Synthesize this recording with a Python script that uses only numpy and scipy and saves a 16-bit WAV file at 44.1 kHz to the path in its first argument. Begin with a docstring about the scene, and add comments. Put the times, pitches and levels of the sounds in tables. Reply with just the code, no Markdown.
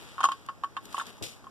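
"""In woodland, a few metres away, someone works the lever of a hand winch. Its pawl (the catch that
stops it unwinding) clacks over the toothed wheel, often twice, and makes the metal housing ring.
To the left, clothes and leaves rustle, twigs tick, boots shift and one comes down on dry leaves.
Quiet air lies behind it all. The recorder widens the sound of its two microphones by feeding
each into the other, late and upside down."""
import sys
import numpy as np
from scipy import signal
from scipy.fft import rfft, irfft
from scipy.io import wavfile

SR = 44100
rng = np.random.default_rng(int(sys.argv[2]) if len(sys.argv) > 2 else 0)


def generate_wav(sig):
    """Save sig (samples, or channels by samples) to the path in sys.argv[1] as 16-bit PCM at SR."""
    pcm = np.round(np.clip(np.atleast_2d(sig).T, -1, 1) * 32767).astype(np.int16)
    wavfile.write(sys.argv[1], SR, pcm)


N = 66150  # 1.5 seconds


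def undb(db):
    """Turn decibels into a number to multiply by."""
    return 10 ** (np.asarray(db) / 20)


def shape(x, points):
    """Change the tone of a sound along a curve of points: f/Hz, level/dB."""
    hz, db = np.array(points, float).T
    f = np.maximum(np.fft.rfftfreq(x.shape[-1], 1 / SR), 1)
    gain = undb(np.interp(np.log(f), np.log(hz), db))
    return irfft(rfft(x) * gain, x.shape[-1])


def noise(tone):
    """Noise of the given tone and strength 1, as two microphones close together hear it."""
    # how much the two differ, least in the low middle range: f/Hz, level/dB
    side_tone = [(50, 4), (130, -2), (280, -9), (700, -5), (1500, 0), (3000, -0.5)]
    mid, side = shape(rng.standard_normal((2, N)), tone)
    pair = mid + shape(side, side_tone) * np.array([[1], [-1]])
    return pair / pair.std()


def fade(start, t60, rise):
    """Rise quickly at the start time, then die away by 60 dB in t60; all times in seconds."""
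    age = np.maximum(np.arange(N) / SR - start, 0)
    return (1 - np.exp(-age / rise)) * np.exp(-np.log(1000) * age / t60)


def flutter(depth_db=3, touches_per_s=1000):
    """Many tiny touches of leaves and cloth make the loudness flutter at random."""
    wobble = np.interp(np.arange(N) / SR * touches_per_s, np.arange(N), rng.standard_normal(N))
    gain = undb(depth_db * wobble)
    return gain / np.sqrt(np.mean(gain ** 2))


def woodland_air():
    """The air makes a quiet, steady, low rush."""
    # tone of the air: f/Hz, level/dB
    air_tone = [(25, 2), (60, 3), (110, 3.5), (300, -0.5), (600, -8.5), (1200, -10), (2200, -18),
                (3200, -23), (6000, -25), (14000, -36.5)]
    return undb(-52.5) * noise(air_tone)


def rustle():
    """Clothes and leaves brush together in a hiss that swells and sinks."""
    # loudness of the rustle: t/s, level/dB
    swells = [(0, -51), (.15, -54.5), (.3, -56), (.45, -63), (.6, -84), (.8, -66), (.9, -55), (.99, -43.5),
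              (1.045, -53.5), (1.073, -47.5), (1.14, -58), (1.2, -62.5), (1.38, -68), (1.5, -91)]
    # its tone: f/Hz, level/dB
    rustle_tone = [(150, -15.5), (400, 3.5), (1200, 5.5), (2200, 3), (3400, 6), (5500, -3.5), (8000, -6.5),
                   (11000, -12), (14500, -20.5)]
    level_db = np.interp(np.arange(N) / SR, *np.array(swells).T)
    return undb(level_db) * noise(rustle_tone) * flutter()


def twigs():
    """Twigs tick, each a tiny burst of bright noise."""
    # the ticks: t/s, level/dB
    ticks = [(0.462, -47), (0.8533, -40), (0.926, -39), (1.066, -39.5), (1.2238, -33.5), (1.237, -37)]
    # their tone: f/Hz, level/dB
    tick_tone = [(300, -9), (1500, 1.5), (5500, 1.5), (9000, -5), (14000, -10)]
    return noise(tick_tone) * sum(undb(db) * fade(start, t60=.024, rise=.00089) for start, db in ticks)


def shuffling_boots():
    """Boots shift on the ground with dull scuffs."""
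    # the scuffs: t/s, level/dB
    scuffs = [(.0, -49.5), (0.824, -47.5), (.89, -58), (1.058, -47), (1.178, -59.5)]
    # their tone: f/Hz, level/dB
    scuff_tone = [(60, -38), (200, 13), (420, 7.5), (800, -17), (2500, -21.5)]
    return noise(scuff_tone) * sum(undb(db) * fade(start, t60=.34, rise=.0077) for start, db in scuffs)


def footstep(start=1.21):
    """A boot lands with a soft thud, and the dry leaves under it crunch just after."""
    # tone of the thud: f/Hz, level/dB
    thud_tone = [(25, -26), (50, -3), (90, 8.5), (200, 5), (420, 5), (800, -7), (2000, -14.5)]
    # tone of the crunch: f/Hz, level/dB
    crunch_tone = [(200, 1), (1100, -20), (2200, 6.5), (4000, 7), (7500, 1.5), (11000, -7), (14500, -12)]
    thud = undb(-33) * noise(thud_tone) * fade(start, t60=.21, rise=.0048)
    soft_sole = signal.butter(2, 1320, fs=SR, output="sos")  # a soft sole makes no treble
    crunch = undb(-36.5) * noise(crunch_tone) * flutter() * fade(start + .0145, t60=.35, rise=.0011)
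    return signal.sosfilt(soft_sole, thud) + crunch


def winch():
    """Each blow of pawl and lever snaps, scrapes, knocks the works and sets the housing ringing."""
    # the blows, with levels relative to each other:
    # t/s, level/dB, knock f/Hz, main ring/dB, clink/dB, ping/dB, top/dB
    clacks = [(0.1807, -27, 1253, 2.5, 7.5, 0.5, -14), (0.191, -32, 1150, 8.5, 0, -4, -10),
              (0.2047, -17.5, 1143, -15, -8, 1, -3.5), (.2105, -19, 1024, -9.5, 3, -0.5, -12),
              (0.2305, -21.5, 1230, -33, 4, 8.5, 0), (0.236, -24, 1130, 6.5, 2, 7, 10.5),
              (0.2405, -4.5, 1188, -8, -2.5, -2, -3), (0.2504, -20.5, 956, -33, -2, -7, 8.5),
              (0.2524, -19, 1150, 9, -6, 9.5, 3.5), (.2874, -16.5, 1130, 1, -3.5, -3, -4.5),
              (0.3137, -34, 1125, 6.5, 19, -3, -1), (.3179, -22, 1140, -3, -1.5, 9.5, 4),
              (0.4864, -21.5, 1115, -23, 3, 0, -15), (0.4927, -26, 1215, 0, 1.5, -5, -6.5),
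              (.6357, -20, 1114, -1.5, 2, 0, -8), (0.6431, -24, 1174, -4, 5, -2, -3.5),
              (0.7664, -22, 1163, -8, 7.5, 0.5, -5.5), (0.7714, -29.5, 1053, 4.5, 10.5, 5, -3),
              (0.9441, -21, 1130, -4, -8, -8, 2.5), (0.967, -43.5, 1150, -21, 20.5, 31, -22),
              (0.9797, -20, 1030, -1, -10, -1, -6), (0.9845, -35.5, 1070, -27, 10, -5, 24),
              (0.9974, -26.5, 1390, -29, 12.5, 10.5, 6), (1.001, -29.5, 1380, -25, 15.5, 2, 8),
              (1.012, -21.5, 1125, -12, -5, -12, -10), (1.017, -33.5, 1120, -21, -5, -1, 12.5),
              (1.179, -40.5, 880, -26, -22, 1, 7), (1.441, -40, 1160, -3, 1, 3, 2),
              (1.468, -35, 1080, -2, -1, -4.5, -17)]
    # where a blow's tone is set (a point held at 0 dB, then clink, ping and top): f/Hz
    tone_hz = [1150, 1500, 3000, 7000]
    # the housing's notes besides its main ring: f/Hz, level/dB, time to fall by 60 dB/s
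    housing_notes = [(283.4, -34.5, 0.2), (795, -18, .055), (945, -16.5, 0.047), (1226, -14, 0.028),
                     (1333, -11, 0.038), (1553, -23.5, 0.088), (1751, -19, 0.054), (2775, -18, 0.047),
                     (3060, -22, 0.05), (3183, -17, .045), (3624, -27.5, 0.085), (4280, -14, 0.023),
                     (4870, -29, 0.09), (6350, -23, 0.078), (7400, -44, 0.014), (9740, -45, 0.012)]
    main_hz, treble_hz = 1102.4, 1936
    out, size = np.zeros((2, N)), SR // 4
    t = np.arange(size) / SR
    rise = lambda seconds: 1 - np.exp(-t / seconds)
    fall = lambda t60: np.exp(-np.log(1000) * t / t60)
    ring = lambda hz, t60, phase: np.sin(2 * np.pi * hz * t + phase) * fall(t60)
    scrape = noise([(100, -71), (280, -0.5), (520, -27.5), (850, 1), (1400, 2.5), (2000, -9.5),
                    (3100, -11.5), (5300, -19), (9300, -19), (12000, -31.5), (14000, -48)])  # tone of metal scraping on metal: f/Hz, level/dB
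    for start, db, knock_hz, ring_db, *treble_db in clacks:
        tone_db = [0, *treble_db]
        in_step = 2 * np.pi * main_hz * start  # each blow starts in step with the main note
        knock = undb(3) * ring(knock_hz, t60=.024, phase=in_step)
        loaded_hz = main_hz * (1 + .009 * rng.standard_normal())  # the cable's load shifts the pitch
        metal = knock + undb(ring_db - 2) * ring(loaded_hz, t60=.091, phase=in_step)
        for hz, note_db, t60 in housing_notes:
            phase = in_step + 1.23 * rng.standard_normal()  # the notes start only roughly together
            # high notes reach the two microphones less in step
            phase = phase + .97 * min(hz / treble_hz, 2) ** 2 * rng.standard_normal((2, 1))
            boost_db = np.interp(np.log(hz), np.log(tone_hz), tone_db)
            gain = undb(note_db + boost_db + 3 * rng.standard_normal())
            note_hz = hz * (1 + .0095 * rng.standard_normal())
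            metal = metal + gain * ring(note_hz, t60, phase)
        fresh_scrape = np.roll(scrape, rng.integers(N), axis=1)[:, :size]
        crack = shape(fresh_scrape, list(zip(tone_hz, tone_db)))
        crack *= undb(-9) * fall(.014) + undb(-15) * fall(.087)  # short snap, longer scrape
        blow = metal * rise(.0014) + crack * rise(.0003)
        first = int(start * SR)
        out[:, first:first + size] += (undb(db) * blow)[:, :N - first] / 2
    return out


def widen(pair, delay_s=.000469, share=.62):
    """The recorder feeds each microphone into the other, late and upside down."""
    delay = np.exp(-2j * np.pi * np.fft.rfftfreq(N, 1 / SR) * delay_s)
    late = irfft(rfft(pair[::-1]) * delay, N)
    return pair - share * late


def scene():
    """The winch ahead, the worker to the left and quiet air all round, all widened by the recorder."""
    # how much louder the worker is on the left than on the right: f/Hz, level/dB
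    left_lead = [(100, 4), (400, 7), (2500, 0.5), (6000, 2.5), (9000, 12.5), (14000, 9.5)]
    left, right = widen(rustle() + twigs() + footstep() + shuffling_boots())
    left = shape(left, [(hz, db / 2) for hz, db in left_lead])
    right = shape(right, [(hz, -db / 2) for hz, db in left_lead])
    return widen(winch() + woodland_air()) + np.array([left, right])


def record(dry):
    """The recorder thins the bass below 70 Hz and cuts the treble above 14300 Hz."""
    bass_cut = signal.butter(2, 70, "high", fs=SR, output="sos")
    treble_cut = signal.ellip(8, .2, 70, 14300, fs=SR, output="sos")
    return signal.sosfilt(treble_cut, signal.sosfilt(bass_cut, dry))


dry = scene()
out = record(dry)
generate_wav(out)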